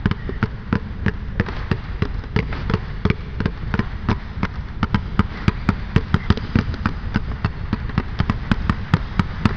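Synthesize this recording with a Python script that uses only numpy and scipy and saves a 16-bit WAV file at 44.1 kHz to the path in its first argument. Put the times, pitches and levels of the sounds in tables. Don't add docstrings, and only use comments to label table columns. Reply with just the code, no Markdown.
import sys
import numpy as np
from scipy import signal
from scipy.fft import rfft, irfft
from scipy.io import wavfile

SR = 44100
rng = np.random.default_rng(int(sys.argv[2]) if len(sys.argv) > 2 else 0)


def dump_mix(stems):
    frames = np.atleast_2d(stems).T
    limited = np.clip(frames, -1, 1)
    pcm = np.round(limited * 32767).astype(np.int16)
    wavfile.write(sys.argv[1], SR, pcm)


N = 421596
BLOW_TIME_S = np.arange(SR // 8) / SR
ATTACK_S = 0.01


def from_db(db):
    return 10 ** (np.asarray(db) / 20)


def along(curve, time_s):
    return np.interp(time_s, *np.transpose(curve))


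def unit_rms(x, span_s=None):
    head = x if span_s is None else x[:int(span_s * SR)]
    return x / np.sqrt(np.mean(head ** 2) + 1e-20)


def lowpass(x, cutoff_hz, order):
    return signal.sosfilt(signal.butter(order, cutoff_hz, fs=SR, output="sos"), x)


def wander(rate_hz):
    return unit_rms(lowpass(rng.standard_normal(N + SR), rate_hz, order=2)[SR:])


def coloured_noise(spectrum, size):
    hz, db = np.transpose(spectrum)
    bins_hz = np.maximum(np.fft.rfftfreq(size, 1 / SR), 1)
    gain = from_db(np.interp(np.log(bins_hz), np.log(hz), db, right=-120))
    return unit_rms(irfft(rfft(rng.standard_normal(size)) * gain, size))


def add(out, start_s, sound):
    i = max(int(round(start_s * SR)), 0)
    out[i:i + len(sound)] += sound[:max(N - i, 0)]


def struck(modes, scatter_db, detune, lag_s=0):
    hz, db, t60_s = np.transpose(modes)[:, :, None]
    strength, shift = rng.standard_normal((2, len(modes), 1))
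    t = np.maximum(BLOW_TIME_S - lag_s, 0)
    envelopes = from_db(db + scatter_db * strength - 60 * t / t60_s)
    return np.sum(envelopes * np.sin(2 * np.pi * hz * (1 + detune * shift) * t), 0)


def ping(hz, t60_s):
    decay = from_db(-60 * BLOW_TIME_S / t60_s)
    return unit_rms(np.sin(2 * np.pi * hz * BLOW_TIME_S) * decay, ATTACK_S)


def slap(spectrum, t60_s, rise_s):
    envelope = from_db(-60 * BLOW_TIME_S / t60_s) * (1 - np.exp(-BLOW_TIME_S / rise_s))
    return unit_rms(coloured_noise(spectrum, len(BLOW_TIME_S)) * envelope, ATTACK_S)


# frequency in Hz, relative density in dB.
RUMBLE_SPECTRUM = [(15, -1.5), (27, 3.5), (48, 3), (70, 1.5), (110, -2.5), (160, -6), (230, -16),
                   (320, -23.5), (450, -22.5), (700, -35)]
WASH_SPECTRUM = [(300, -15), (600, -5), (800, 0.5), (1050, 1.5), (1400, 0.5), (1950, 0.5), (2600, -11.5),
                 (3500, -10.5), (4700, -19), (5500, -29), (6200, -22), (6900, -67.5)]
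# time in seconds, relative level in dB. The wash also rises briefly near 1.6
# s and 2.5 s, while soles drag.
RUMBLE_SWELL = [(0, -27.5), (2.8, -25.5), (3.8, -27), (4.6, -26.5), (6.6, -27.5), (8.3, -24.5), (9.56, -26)]
WASH_SWELL = [(0.0, -44), (1.38, -47), (1.57, -38.5), (2.39, -47), (2.55, -39), (3.35, -48), (3.8, -41),
              (4.85, -47.5), (5.3, -41.5), (6.47, -41.5), (7.24, -43), (9.56, -39)]


def background_noise():
    t = np.arange(N) / SR
    rumble_db = along(RUMBLE_SWELL, t) + 2.0 * wander(rate_hz=8.9)
    rumble = from_db(rumble_db) * coloured_noise(RUMBLE_SPECTRUM, N)
    wash_db = along(WASH_SWELL, t) + 1 + 1.1 * wander(rate_hz=16.0)
    wash = from_db(wash_db) * coloured_noise(WASH_SPECTRUM, N)
    return rumble + wash


# frequency in Hz, relative density in dB.
REVERB_SPECTRUM = [(60, -10), (200, -2.5), (450, -3), (1000, -7), (2000, -2), (4500, 6.5), (6500, 1.5)]


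def hall_reverb(sound, t60_s=2.1, build_s=0.081, level_db=-17.0):
    t = np.arange(3 * SR) / SR
    envelope = from_db(-60 * t / t60_s) * (1 - np.exp(-(t / build_s) ** 2))
    tail = coloured_noise(REVERB_SPECTRUM, len(t)) * envelope
    return from_db(level_db) * signal.fftconvolve(sound, tail / np.linalg.norm(tail))[:N]


# start in seconds, length in seconds, pitch in Hz, level in dB.
SOLE_SQUEAKS = [(0.153, 0.25, 1890, -43), (5.303, 0.21, 2030, -45), (6.177, 0.095, 2000, -38)]


def squeaks(half_band_hz=85):
    out = np.zeros(N)
    for start_s, length_s, hz, db in SOLE_SQUEAKS:
        band = signal.butter(2, [hz - half_band_hz, hz + half_band_hz], "band", fs=SR, output="sos")
        chatter = unit_rms(signal.sosfilt(band, rng.standard_normal(SR)))
        swell = signal.windows.tukey(int(length_s * SR), 0.5)
        add(out, start_s, from_db(db) * chatter[:len(swell)] * swell)
    return out


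# start in seconds, length in seconds, level in dB.
SOLE_DRAGS = [(1.442, 0.2, -34), (2.508, 0.14, -32), (5.288, .2, -34.5), (6.412, 0.078, -36)]
# frequency in Hz, relative density in dB.
RUB_SPECTRUM = [(300, 3), (700, -8.5), (1300, -4), (2000, -9), (2800, -16), (4700, -16), (6200, -32),
                (7000, -44)]


def scuffs():
    rub = unit_rms(coloured_noise(RUB_SPECTRUM, N) * from_db(1.1 * wander(rate_hz=48.0)))
    envelope = np.zeros(N)
    for start_s, length_s, db in SOLE_DRAGS:
        add(envelope, start_s, from_db(db) * signal.windows.tukey(int(length_s * SR), 0.5))
    return envelope * rub


# start in seconds, then thud, clap and smack in relative dB.
TAP_HITS = [(0.292, -25.5, -35.5, -52.5), (1.462, -45, -28.5, -42.5), (1.485, -30.5, -25.5, -38.5),
            (1.565, -44, -30, -41.5), (2.052, -31, -29, -39.5), (2.237, -37.5, -34.5, -44.5),
            (2.426, -33, -33.5, -53.5), (2.526, -37, -24, -57), (4.096, -28, -25, -38.5),
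            (4.104, -31, -32, -33), (4.45, -39, -22.5, -28), (5.979, -29.5, -37, -35.5),
            (6.008, -39, -41.5, -51), (6.162, -28, -35, -46), (6.323, -35.5, -35.5, -35.5),
            (6.3729, -27, -41.5, -32), (6.6095, -35, -38, -40), (6.74, -29.5, -38.5, -33.5),
            (6.888, -33.5, -36.5, -38), (7.1432, -40, -26, -37.5), (7.3143, -36.5, -29, -57.5),
            (7.893, -36, -28.5, -45.5), (7.9982, -27.5, -25.5, -42), (8.189, -42, -42, -34),
            (8.321, -42, -34.5, -50), (8.54, -50, -35, -46), (8.7232, -45, -31, -54),
            (8.966, -31, -29.5, -39.5), (9.49, -48, -29.5, -42), (9.506, -32, -29, -54)]
# frequency in Hz, relative level in dB, T60 in seconds.
THUD_MODES = [(254, 5.5, 0.075), (407, 4.5, 0.05)]
# frequency in Hz, relative density in dB.
CLAP_SPECTRUM = [(450, -11), (1000, 0), (1900, -2), (2600, -16), (4000, -25.5)]
SMACK_SPECTRUM = [(600, -9.5), (1300, 8.5), (2500, -7.5), (3500, 1.5), (5000, -2), (6300, -10.5),
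                  (7200, -42)]


def taps():
    out = np.zeros(N)
    for start_s, thud_db, clap_db, smack_db in TAP_HITS:
        note = struck(THUD_MODES, scatter_db=3.0, detune=0.07)
        thud = from_db(thud_db + 5.5) * unit_rms(note, ATTACK_S)
        clap = from_db(clap_db - 2.0) * slap(CLAP_SPECTRUM, t60_s=0.029, rise_s=0.0025)
        smack = from_db(smack_db + 3.0) * slap(SMACK_SPECTRUM, t60_s=0.013, rise_s=0.0015)
        add(out, start_s, thud + clap + smack)
    return out


def patter(rate_per_s=7.8, level_db=-46.0, spread_db=3.3):
    touches = rng.random(N) < rate_per_s / SR
    strengths = from_db(level_db + spread_db * rng.standard_normal(N))
    clap = slap(CLAP_SPECTRUM, t60_s=0.08, rise_s=0.003)
    smack = from_db(-6.0) * slap(SMACK_SPECTRUM, t60_s=0.02, rise_s=0.0012)
    return signal.fftconvolve(touches * strengths, clap + smack)[:N]


# time in seconds, gain in dB.
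REFLECTION_GAIN = [(0, -18.5), (1.4, -9), (3.5, -11.5), (4.6, -4), (6.3, -18), (7.6, -1), (8.3, -24),
                   (9.56, -30.5)]


def reflection(bright, thump, start_s, smear_s=0.0015):
    scatter = rng.standard_normal(len(BLOW_TIME_S)) * BLOW_TIME_S * np.exp(-BLOW_TIME_S / smear_s)
    smeared = signal.fftconvolve(bright, scatter)[:len(bright)]
    smeared *= np.linalg.norm(bright) / np.linalg.norm(smeared)
    return from_db(along(REFLECTION_GAIN, start_s)) * (smeared + from_db(-3.0) * thump)


# frequency in Hz, relative level in dB, T60 in seconds.
FLOOR_MODES = [(300, -17.5, 0.24), (411, 2, 0.13), (446, 4, 0.11), (501, -10.5, 0.078)]
AIR_MODES = [(913, -1, 0.12), (1007, 0.5, 0.15), (1270, -1.5, 0.089), (1740, 1, 0.042), (1856, -0.5, 0.061),
             (2240, -5, 0.035)]
# time in seconds, relative level in dB.
FLOOR_HOLLOWNESS = [(0, -15), (2.6, -8), (4.0, -12.5), (4.9, -18), (9.56, -24)]


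def floor_and_air_ring(start_s, ping_hz, air_note_hz=1096, loss_db_per_octave=13):
    floor = unit_rms(struck(FLOOR_MODES, scatter_db=3.0, detune=0.05, lag_s=0.004), ATTACK_S)
    air = unit_rms(struck(AIR_MODES, scatter_db=3.0, detune=0.025), ATTACK_S)
    air_db = -14 - loss_db_per_octave * np.log2(ping_hz / air_note_hz)
    return from_db(along(FLOOR_HOLLOWNESS, start_s)) * floor + from_db(air_db) * air


# frequency in Hz, relative level in dB, T60 in seconds.
SHELL_MODES = [(194.8, 1.5, 0.043)]
BOARD_MODES = [(88.3, -1.5, 0.052)]


def shell_and_board_thump():
    shell = struck(SHELL_MODES, scatter_db=1.5, detune=0.08)
    boards = -struck(BOARD_MODES, scatter_db=1.0, detune=0.04, lag_s=0.0016)
    return unit_rms(shell + boards, ATTACK_S)


# frequency in Hz, relative density in dB.
SKIN_SPECTRUM = [(600, -2), (1200, 9.5), (2400, 0.5), (3200, -12), (4900, -5), (5700, -20), (6500, -11.5),
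                 (7200, -67)]


def skin_slap(spot, centre_hz=2707, scatter_octaves=0.34):
    tone = ping(centre_hz * 2 ** (scatter_octaves * spot), t60_s=0.01)
    crack = slap(SKIN_SPECTRUM, t60_s=0.022, rise_s=0.00051)
    return from_db(-4.0) * tone + from_db(4.5) * crack


# start in seconds, thump in dB, ping in dB, ping pitch in Hz, slap in dB.
BALL_BOUNCES = [(0.0572, -12, -17, 1510, -30.5), (.112, -16, -33.5, 1650, -28.5),
                (0.4277, -15.5, -15, 1420, -39), (0.4363, -18, -31, 1650, -34.5),
                (0.7271, -12.5, -16.5, 1380, -39), (.754, -14.5, -21.5, 1606, -35),
                (1.0622, -14.5, -25, 1680, -34), (1.0822, -18.5, -16, 1720, -35.5),
                (1.3976, -13, -16, 1770, -34), (1.714, -12.5, -25, 1850, -28),
                (2.0214, -15, -26, 2000, -31.5), (2.3619, -14, -29, 1330, -29),
                (2.3893, -15, -20.5, 2140, -30.5), (2.6973, -18, -25.5, 1310, -31.5),
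                (2.737, -12.5, -20.5, 1144, -29), (3.052, -12.5, -22.5, 1255, -31.5),
                (3.1009, -12, -18, 2310, -30.5), (3.4037, -18, -22, 1450, -36),
                (3.4569, -14, -21, 1600, -31), (3.74, -16.5, -15.5, 1430, -33),
                (3.7915, -13.5, -33, 990, -29.5), (4.087, -15.5, -21, 1210, -37.5),
                (4.114, -15, -21, 1026, -30), (4.431, -15, -32, 1040, -29), (4.8298, -15, -15, 1360, -27.5),
                (4.9447, -12.5, -20, 1040, -25.5), (5.1929, -9.5, -16, 1315, -28),
                (5.48, -7.5, -28, 1270, -22.5), (5.6892, -10, -12, 1320, -27),
                (5.9616, -6.5, -27, 1830, -23), (6.1423, -9.5, -18.5, 1410, -26.5),
                (6.3022, -6, -27.5, 1620, -21), (6.556, -9.5, -29, 1570, -32),
                (6.5877, -13, -17, 1500, -28.5), (6.8572, -14.5, -15, 1310, -29),
                (7.1589, -14, -18, 1510, -31), (7.446, -14, -22.5, 1160, -30.5),
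                (7.7291, -15.5, -26, 1074, -35), (7.978, -13, -24, 1775, -27),
                (8.2013, -13, -19, 1310, -28.5), (8.2968, -14, -16.5, 1155, -29.5),
                (8.515, -10, -18, 1440, -23), (8.6955, -13, -14, 1190, -25.5),
                (8.9371, -7, -12.5, 1350, -24.5), (9.1944, -10, -15, 1240, -25),
                (9.4547, -7.5, -17, 1280, -20)]


def bounces(echo_delay_s=0.0102, echo_scatter_s=0.002):
    out = np.zeros(N)
    for start_s, thump_db, ping_db, ping_hz, slap_db in BALL_BOUNCES:
        spot, echo_path = rng.uniform(-1, 1, 2)
        thump = from_db(thump_db + 2.0) * shell_and_board_thump()
        ring = from_db(thump_db) * floor_and_air_ring(start_s, ping_hz)
        contact = from_db(ping_db - 3.97) * ping(ping_hz, t60_s=0.011)
        bright = contact + from_db(slap_db) * skin_slap(spot)
        add(out, start_s, thump + ring + bright)
        echo_s = start_s + echo_delay_s + echo_scatter_s * echo_path
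        add(out, echo_s, reflection(bright, thump, start_s))
    return out


def scene():
    play = bounces() + taps() + patter() + scuffs()
    return (play + hall_reverb(play) + squeaks() + background_noise())[None]


def record(dry):
    ceiling, hardness = 0.7, 20
    dull = lowpass(dry, cutoff_hz=6000, order=16)
    clipped = dull / (4.5 + np.abs(dull / ceiling) ** hardness) ** (1 / hardness)
    softened = lowpass(clipped, cutoff_hz=7000, order=2)
    return lowpass(softened, cutoff_hz=10500, order=12)


dry = scene()
out = record(dry)
dump_mix(out)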